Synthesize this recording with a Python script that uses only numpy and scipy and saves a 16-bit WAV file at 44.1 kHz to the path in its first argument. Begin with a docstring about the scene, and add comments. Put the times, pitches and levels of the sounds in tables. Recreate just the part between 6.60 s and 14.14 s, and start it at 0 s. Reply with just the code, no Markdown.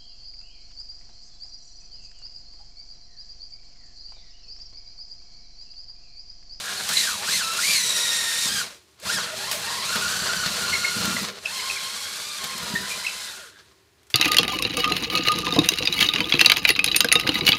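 """A small room: a cordless drill bores through plasterboard into brick in three spells, close, in mono.
Motor speed sets the pitch and level of the gears' whine and rattle. It jumps with each trigger squeeze
and sags when the bit catches. The bit grinds, chips and squeaks in the hole; the hollow board booms
and knocks when the drill leans on it. At the end the bit is drawn out."""
import sys
import numpy as np
from scipy import signal
from scipy.fft import rfft, irfft
from scipy.io import wavfile
from scipy.ndimage import uniform_filter1d

SR = 44100
rng = np.random.default_rng(int(sys.argv[2]) if len(sys.argv) > 2 else 0)


def output_pcm(signal):
    """Save a mono or channel-first signal as 16-bit PCM at the path in sys.argv[1].

    Samples are clipped to [-1, 1] before scaling.
    """
    pcm = np.clip(np.atleast_2d(signal).T, -1, 1) * 32767
    wavfile.write(sys.argv[1], SR, np.round(pcm).astype(np.int16))


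N = 332514
TIME_S = np.arange(N) / SR
FREQ_HZ = np.maximum(np.arange(N // 2 + 1) * SR / N, 1)
CRUISE_HZ = 1623  # reference tooth rate

# Held-trigger speed, one table a spell. Each row: time in seconds, tooth rate in Hz.
STARTING = [(0, 757.5), (.6, 801.6), (.83, 1319), (1.0, 1362), (1.2, 1949), (1.75, 1826), (1.86, 1866),
            (2.0, 1549), (2.1, 677), (2.2, 291.3)]
BORING = [(2.39, 189.1), (2.461, 696), (2.68, 718), (2.745, 577), (2.821, 926), (2.9, 1010), (2.98, 760),
          (3.07, 961), (3.19, 966), (3.33, 1457), (3.801, 1480), (4.59, 1397), (4.72, 412)]
DEEPENING = [(4.81, 403.7), (4.929, 1039), (5.5, 1105), (5.68, 1197), (6.08, 956), (6.298, 1014),
             (6.67, 1013), (6.929, 302.2), (7.302, 151)]
# Trigger squeezes. Each row: time of top in seconds, top tooth rate in Hz, hold in seconds, fall in Hz/s.
SQUEEZES = [(.364, 2159, 0.036, 7483), (0.729, 2094, .035, 11400), (1.063, 2372, .055, 4510),
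            (2.53, 1866, .012, 8300)]
# Gear load. Each row: time in seconds, load from 0 to 1.
LOAD = [(.3, 0.72), (.75, 0.64), (.9, 0.12), (1.1, 0.82), (1.3, 0.41), (1.8, 0.33), (1.95, 0.51),
        (2.55, 0.7), (2.8, 1), (3.9, 1), (4.15, 0.75), (5.0, 0.78), (5.9, 0.7), (6.35, 0.32)]
# Whine by speed. Each row: tooth rate in Hz, level in dB. All table levels are relative.
WHINE_BY_RATE = [(400, -42.5), (640, -40.5), (800, -44), (1020, -36.5), (1300, -35), (1490, -25),
                 (1700, -34), (1950, -34), (2120, -31.5), (2500, -32)]
# Gear trims apart from speed. Each row: time in seconds, whine in dB, rattle in dB.
GEAR_TRIM = [(0, -10, 1.5), (.24, -2, 4), (.3, 2, 2.5), (.9, 0, 0.5), (1.15, 4.5, 2), (1.3, -2.5, -1),
             (1.46, 0.5, 0.5), (1.56, 1.5, 0.5), (1.74, 4.5, -1), (1.8, -2.5, 0), (2.01, 0, 0.5),
             (2.07, -15, -7.5), (2.2, -11, -8), (2.43, -2, 0), (2.5, 1, 0.5), (2.6, 0, -2), (2.65, -4, -1),
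             (2.75, 3, 1), (3.15, -0.5, -0.5), (3.27, 0.5, 0.5), (3.84, -4, -3.5), (3.92, -13, 0),
             (4.0, -7, -1), (4.5, -4.5, -1.5), (4.63, -11, -2.5), (4.75, -4.5, -2.5), (5.05, -4.5, 0.5),
             (5.6, -9.5, -3.5), (5.9, -6.5, -3), (6.4, -4, -1), (6.8, -12.5, -5)]
# Mesh overtones. Each row: multiple of the tooth rate, level in dB.
OVERTONES = [(2, -7.5), (3, -6.5), (4, -7), (5, -7)]
# Overtones against rattle. Each row: time in seconds, trim in dB.
OVERTONE_TRIM = [(.5, -10), (.74, -1), (.95, -4.5), (1.1, -3), (1.27, 0), (1.95, -3), (2.55, -1.5),
                 (2.85, -1.5), (3.2, 0.5), (3.4, -4), (3.85, 1.5), (3.95, -10), (4.12, 0), (4.5, -5),
                 (4.8, -1.5), (6.45, -4), (6.75, -3.5)]
# Gearbox and wall resonances. Each row: frequency in Hz, width in Hz, gain in dB.
HOUSING_MODES = [(1850, 270, 3), (2705, 70, 3.5), (3265, 280, -1.5), (3813, 200, 2.5), (4230, 290, 3),
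                 (4810, 250, 0.5), (8400, 910, -8)]
WALL_MODES = [(210.7, 28, -4.5), (390.3, 4.8, 15.5), (487.7, 17.6, 10.5), (645, 69, -4.5)]
# Noise spectra. Each row: frequency in Hz, level in dB.
RATTLE_SPECTRUM = [(1200, -27), (2400, -6.5), (3300, -6.5), (4100, -0.5), (5200, -5), (7500, -5),
                   (9500, -8), (13000, -15.5), (15500, -25)]
GRIT_SPECTRUM = [(40, -40), (200, -8.5), (380, -11.5), (560, -4.5), (820, -6), (1100, 1), (2500, -4),
                 (4300, -0.5), (6500, -9), (12000, -39)]
BOARD_SPECTRUM = [(60, -25), (130, -2), (195, 1.5), (255, -7.5), (345, -14.5), (400, -13.5), (700, -21.5)]
AIR_SPECTRUM = [(18, -65), (30, -50), (71, -6), (228, -23), (394, -9.5), (472, -23), (1140, -25),
                (1370, -27), (1650, -23), (9500, -34), (14000, -38)]
# Bit grinding. Each row: time in seconds, level in dB.
GRIND_LEVEL = [(0.03, -46.5), (0.13, -44.5), (0.43, -47.5), (1.79, -45), (1.99, -45), (2.36, -69),
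               (2.44, -45), (3.98, -40), (4.34, -45.5), (4.44, -36), (4.69, -45.5), (5.7, -53), (6.13, -44),
               (6.3, -45.5), (6.75, -56.5), (7.1, -59), (7.4, -69)]
# Board boom under leaning, and drone. Each row: start and end in seconds, level in dB.
LEANS = [(.28, 1.3, -61.5), (1.84, 1.98, -53), (2.45, 2.58, -57), (3.25, 4.3, -53), (4.35, 4.63, -39),
         (6.0, 6.24, -46.5)]
DRONES = [(2.46, 3.2, -58.5)]
# Bit squeaks, and the housing ringing out at full speed.
# Each row: start in seconds, level in dB, pitch in Hz, length in seconds, sag as a fraction of pitch.
BIT_SQUEAKS = [(.162, -30, 4320, 0.033, 0), (4.122, -17.5, 2167, 0.023, 0), (4.145, -19, 2160, 0.015, 0.06),
               (4.242, -14.5, 2133, 0.015, 0), (4.255, -30, 2120, 0.049, 0.02),
               (4.564, -19, 2060, 0.0084, 0.08), (4.851, -21, 2680, 0.0166, 0.06),
               (4.992, -28.5, 2167, 0.013, 0.03), (5.0975, -17, 2563, 0.0059, 0),
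               (5.109, -20, 2586, 0.0042, 0.05), (5.155, -27.5, 2330, 0.0232, 0.1),
               (6.15, -18.5, 1847, .02, 0.02), (6.295, -27.5, 2447, 0.036, 0), (6.44, -27, 2153, .018, 0),
               (6.463, -14.5, 2660, .011, 0.01), (6.474, -26, 2560, 0.019, 0.15)]
HOUSING_SHRIEKS = [(.368, -10, 4020, .009, .02), (.378, -24, 4000, .04, .02)]
# Bit chatter. Each row: start and end in seconds, level in dB, centre pitch in Hz.
CHATTER = [(4.951, 5.348, -36, 2300), (5.747, 6.601, -38, 2250), (5.7, 6.72, -35, 4400)]
# Ringing band: the idling gears' overtone in the first row, the bit rubbing in the rest.
# Each row: start and end in seconds, level in dB, lower mode in Hz.
RINGING_BAND = [(0.028, 0.243, -36, 1574), (2.443, 2.74, -41, 1512), (2.959, 3.142, -41.5, 1610),
                (4.828, 6.7, -46, 1551), (6.723, 6.87, -48.5, 1480), (6.92, 6.99, -52.5, 1610)]
# Chips and tool knocks. 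Each row: start in seconds, level in dB, decay in seconds.
CHIPS = [(0.289, -9.5, 0.0089), (1.806, -26, 0.0042), (2.399, -33, 0.0076), (2.9133, -9.5, 0.011),
         (2.925, -16.5, 0.067), (3.4887, -15, 0.0041), (4.455, -9.5, 0.0037), (5.8411, -14.5, 0.0048),
         (5.98, -15, 0.0055), (7.432, -43, 0.0046), (7.4686, -43, 0.0093), (7.501, -29, 0.019)]
# Bit catches. Each row: start in seconds, level in dB, fraction of speed lost.
CATCHES = [(0.294, -27, 0.05), (1.866, -32, .11), (2.905, -50, 0.33), (3.356, -23.5, 0.21),
           (3.861, -23.5, .15), (5.838, -32, 0)]
# Knocks on the board. Each row: start in seconds, level in dB.
KNOCKS = [(1.852, -29.5), (1.912, -38), (2.538, -32), (3.35, -40), (3.86, -40), (4.361, -23),
          (4.426, -25.5), (4.472, -21), (4.539, -27), (4.605, -28), (5.945, -34.5), (6.025, -31.5),
          (6.097, -35), (6.132, -24), (6.199, -31)]
# Board ring after a knock. 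Each row: frequency in Hz, level in dB, decay in seconds.
BOARD_MODES = [(132, 0, 0.0072), (197, 2, 0.011), (220, -7.5, 0.013), (298, -9, 0.014), (407, -15, 0.027)]


def motor_rate_hz(load, spin_up_hz_per_s=13500, snag_s=.035, inertia_s=.015, lurch_below_hz=1150):
    """Tooth rate: sags at catches, jumps at squeezes, lurches when slow and heavily loaded."""
    hz, = curves(STARTING + BORING + DEEPENING)
    for start_s, _, lost in CATCHES:
        since = (np.maximum(TIME_S - start_s, 0) / snag_s) ** 2
        hz = hz * (1 - lost * since * np.exp(1 - since))
    for top_s, top_hz, hold_s, fall_hz_per_s in SQUEEZES:
        rising_hz = top_hz - spin_up_hz_per_s * np.maximum(top_s - TIME_S, 0)
        hz = np.maximum(hz, rising_hz - fall_hz_per_s * np.maximum(TIME_S - top_s - hold_s, 0))
    hz = uniform_filter1d(hz, int(inertia_s * SR))
    labour = load ** 6 / (1 + (hz / lurch_below_hz) ** 8)
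    return hz * (1 + .07 * labour * wander(65))


def tooth_cycles(rate_hz, load):
    """Running count of teeth; speed wavers and judders under load."""
    unsteady = .028 * wander(35.17) + .02 * wander(232.4)
    return np.cumsum(rate_hz * (1 + load * unsteady)) / SR


def gears(teeth, rate_hz, load, rattle_db_per_octave=7, stall_hz=466):
    """Gearbox whine and rattle: speed sets their levels, and both fade near a stall."""
    speed = rate_hz / CRUISE_HZ
    octaves = np.log2(speed)
    whine_trim_db, rattle_trim_db = curves(GEAR_TRIM)
    tone_db = level_at(rate_hz, WHINE_BY_RATE) + whine_trim_db - 1.5
    stall_db = 10 * np.log10(1 + (stall_hz / rate_hz) ** 4)
    rattle_db = -27.5 + rattle_db_per_octave * octaves - stall_db + rattle_trim_db
    # slow teeth meet softly and lose overtones
    overtone_db = rattle_db + curves(OVERTONE_TRIM)[0] + 4 * np.minimum(octaves, 0)
    running = np.clip((rate_hz - 270) / 230, 0, 1)
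    return running * whine(teeth, speed, load, tone_db, overtone_db) + rattle(teeth, rattle_db)


def whine(teeth, speed, load, tone_db, overtone_db, planet_db=-13):
    """Meshing teeth sing, brokenly under load; backlash smears the overtones, which ring the housing."""
    angle = 2 * np.pi * teeth
    flutter = undb(4.5 * (.4 + .6 * load) * np.clip(wander(65), -3, 1.3))
    rasp = undb(-3.5) * np.sqrt(speed) * wander(440)  # uneven teeth
    tone = unit(np.sin(angle) * (flutter + rasp))
    backlash = (.22 + .15 * load) * np.sqrt(speed) * wander(220)
    overtones = sum(undb(db + 3.4 * wander(180)) * np.sin(k * (angle + backlash)) for k, db in OVERTONES)
    overtones = butter(resonate(overtones, HOUSING_MODES), order=2, cutoff_hz=9500)
    # slower planet gears sound below the tooth rate
    planets = sum(ratio * np.sin(ratio * angle + 1.2 * wander(70)) for ratio in (1 / 2, 3 / 4))
    return undb(tone_db) * tone + undb(overtone_db) * (overtones + undb(planet_db) * planets)


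def rattle(teeth, level_db, pulse_depth=.097):
    """Teeth and brushes tick in a bright hiss that pulses once a tooth."""
    ticks = grains(per_s=24000, spread_db=.5) * (1 + pulse_depth * np.cos(2 * np.pi * teeth))
    hiss = band_unit(colour(ticks, RATTLE_SPECTRUM), 3630, 15000)
    return hiss * undb(level_db - .44 + wander(31))


def grinding(teeth, rate_hz, load, full_bite_hz=724, teeth_per_edge=48, sway_hz=85, sway_width_hz=34):
    """Cutting edges crush grit in turn, softer when slow; their blows shake the hollow board."""
    stalling = np.clip(np.log2(full_bite_hz / rate_hz), 0, 1)
    grind_db = curves(GRIND_LEVEL)[0] - 9 * stalling
    boom_db = 20 * np.log10(undb(grind_db - 8.5) + held_gain(LEANS))
    edges_db = .5 * load * np.sin(2 * np.pi * teeth / teeth_per_edge)
    grit = resonate(colour(grains(per_s=5000, spread_db=2), GRIT_SPECTRUM), WALL_MODES)
    blows = grains(per_s=350, spread_db=2)
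    boom = resonate(colour(blows, BOARD_SPECTRUM), WALL_MODES)
    # lowest panel mode, driven by biting and leaning
    sway = mode(mode(blows, sway_hz, sway_width_hz), sway_hz, sway_width_hz)
    return (band_unit(grit, 310, 914) * undb(grind_db - 2.5 + edges_db + 2.9 * wander(26))
            + band_unit(boom, 174, 330) * undb(boom_db - 2 + edges_db)
            + sway * undb((2 * grind_db + boom_db) / 3 - 14.5 + 4 * load))


def squeaks(rows, overtone_db, ring_s=.04, ring_db=-15):
    """Steel sticks and slips: a rough tone swells, glides and rings off."""
    out, t = np.zeros(N), TIME_S[:SR // 5]
    slip = .024 * wander(350)
    grip = undb(1.8 * wander(250)) * (1 + .17 * wander(700))
    for start_s, db, hz, length_s, sag in rows:
        here = int(start_s * SR) + np.arange(len(t))
        pitch_hz = hz * (1 + slip[here] - sag * np.tanh(2 * t / length_s - 1))
        angle = 2 * np.pi * np.cumsum(pitch_hz) / SR
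        tone = np.sin(angle) + undb(overtone_db) * np.sin(2 * angle)
        progress = np.minimum(t / length_s, 1)
        swell = np.sin(np.pi * progress ** 1.4)
        ring = undb(ring_db) * progress * np.exp(-np.maximum(t - length_s, 0) / ring_s)
        add(out, start_s, undb(db) * (swell + ring) * tone)
    return out * grip


def chatter_rows(per_s=15, pitch_spread=.23, median_length_s=.0106, max_sag=.041):
    """Brief random slips of the bit, rising or falling, as rows for squeaks()."""
    rows = []
    for start_s, end_s, db, hz in CHATTER:
        span_s = end_s - start_s
        for when, glide, detune, stretch in rng.uniform(-1, 1, (40, 4))[:int(per_s * span_s)]:
            at_s = start_s + span_s * (when + 1) / 2
            pitch_hz = hz * (1 + pitch_spread * detune)
            rows.append((at_s, db, pitch_hz, median_length_s * 2 ** stretch, max_sag * glide))
    return rows


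def ringing_band(upper_ratio=2.2, upper_db=-8, uneven_db=2.5):
    """A ringing band near 1.5 kHz: the idling gears' overtone at first, the bit rubbing later."""
    out = np.zeros(N)
    clicks = grains(per_s=1700, spread_db=-5.5)
    for start_s, end_s, db, hz in RINGING_BAND:
        lower = mode(clicks, hz, width_hz=170)
        upper = mode(clicks, upper_ratio * hz, width_hz=300)
        out += (lower + undb(upper_db) * upper) * held_gain([(start_s, end_s, db)])
    return out * undb(uneven_db * wander(20))


def chips():
    """Chips break off and the tool knocks: short bright cracks."""
    out, t = np.zeros(N), TIME_S[:SR // 10]
    for start_s, db, decay_s in CHIPS:
        add(out, start_s, undb(db - 6) * np.exp(-t / decay_s) * rng.standard_normal(len(t)))
    return butter(out, order=1, cutoff_hz=[1200, 9000], kind="band")


def jolts(decay_s=.028, thud_db=-7):
    """Each catch crushes a burst of grit and thumps the board."""
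    push = np.zeros(N)
    for start_s, db, _ in CATCHES:
        add(push, start_s, undb(db) * np.exp(-TIME_S[:SR // 4] / decay_s))
    crunch = unit(colour(grains(per_s=5200, spread_db=-4), GRIT_SPECTRUM))
    thud = unit(colour(rng.standard_normal(N), BOARD_SPECTRUM))
    return push * (crunch + undb(thud_db) * thud)


def knocks(rise_s=.00884, detune=.097):
    """The juddering bit knocks the board; its modes swell and die quickly."""
    out, t = np.zeros(N), TIME_S[:SR // 6]
    swell = 1 - np.exp(-(t / rise_s) ** 2)
    for start_s, db in KNOCKS:
        for hz, mode_db, decay_s in BOARD_MODES:
            pitch_hz = hz * (1 + detune * rng.standard_normal())
            ring = np.exp(-t / decay_s) * np.sin(2 * np.pi * pitch_hz * (t - rise_s))
            add(out, start_s, undb(db + mode_db + 2) * swell * ring)
    return out


def drone():
    """A low board mode hums while the bit labours."""
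    return mode(rng.standard_normal(N), hz=124.8, width_hz=5) * held_gain(DRONES)


def room(x, t60_s=.26, gap_s=.0021, wet_db=-7):
    """Floor and walls add a short, dull tail."""
    t = TIME_S[:SR // 2]
    tail = rng.standard_normal(len(t)) * np.exp(-np.log(1000) * t / t60_s) * (t > gap_s)
    tail = butter(tail / np.linalg.norm(tail), order=1, cutoff_hz=3500)
    return x + undb(wet_db) * signal.fftconvolve(x, tail)[:N]


def air(level_db=-61.5):
    """Faint, steady room noise."""
    return undb(level_db) * unit(colour(rng.standard_normal(N), AIR_SPECTRUM))


def held_gain(rows, attack_s=.012, release_s=.037):
    """Envelope: each row builds, holds and dies away."""
    return sum(undb(db) * np.clip((TIME_S - start_s) / attack_s, 0, 1)
               * np.exp(-np.maximum(TIME_S - end_s, 0) / release_s) for start_s, end_s, db in rows)


def grains(per_s, spread_db):
    """Dense clicks of uneven size, rms 1."""
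    hit = rng.random(N) < per_s / SR
    return unit(hit * rng.standard_normal(N) * undb(spread_db * np.minimum(rng.exponential(size=N), 5)))


def wander(hz):
    """Smooth noise up to about hz, rms 1."""
    return unit(irfft(rfft(rng.standard_normal(N)) * np.exp(-(FREQ_HZ / hz) ** 2), N))


def mode(x, hz, width_hz):
    """x through one resonance, rms 1."""
    return unit(irfft(rfft(x) / (1 + ((FREQ_HZ - hz) / width_hz) ** 2), N))


def resonate(x, modes):
    """x plus the ring of a body's modes."""
    ring = sum(undb(db) / (1 + 1j * (FREQ_HZ ** 2 - hz ** 2) / (FREQ_HZ * width_hz))
               for hz, width_hz, db in modes)
    return irfft(rfft(x) * (1 + ring), N)


def colour(x, spectrum):
    """Filter by (Hz, dB) points."""
    return irfft(rfft(x) * undb(level_at(FREQ_HZ, spectrum)), N)


def level_at(hz, points):
    """dB at hz, interpolated over log frequency."""
    points_hz, db = np.transpose(points)
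    return np.interp(np.log(hz), np.log(points_hz), db)


def curves(rows):
    """Each value column interpolated over time."""
    times_s, *columns = np.transpose(rows)
    return [np.interp(TIME_S, times_s, column) for column in columns]


def butter(x, order, cutoff_hz, kind="low"):
    return signal.sosfilt(signal.butter(order, cutoff_hz, kind, fs=SR, output="sos"), x)


def band_unit(x, lo_hz, hi_hz):
    """Scale to rms 1 within a band."""
    return x / np.std(irfft(rfft(x) * ((FREQ_HZ > lo_hz) & (FREQ_HZ < hi_hz)), N))


def unit(x):
    return x / np.std(x)


def undb(db):
    return 10 ** (np.asarray(db) / 20)


def add(out, start_s, x):
    start = int(start_s * SR)
    out[start:start + len(x)] += x[:N - start]


def scene():
    """Drill, bit and wall in the room; both channels equal."""
    load, = curves(LOAD)
    rate_hz = motor_rate_hz(load)
    teeth = tooth_cycles(rate_hz, load)
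    shrieks = squeaks(HOUSING_SHRIEKS, overtone_db=-20)
    slips = squeaks(BIT_SQUEAKS + chatter_rows(), overtone_db=-15)
    drill = gears(teeth, rate_hz, load) + shrieks
    drilling = drill + grinding(teeth, rate_hz, load) + slips + ringing_band() + chips() + jolts()
    board = knocks() + drone()
    return np.tile(undb(-1) * room(drilling + board) + air(), (2, 1))


def record(dry):
    """Steep low-pass at 15.5 kHz."""
    return signal.sosfilt(signal.ellip(10, .2, 80, 15500, fs=SR, output="sos"), dry)


dry = scene()
out = record(dry)
output_pcm(out)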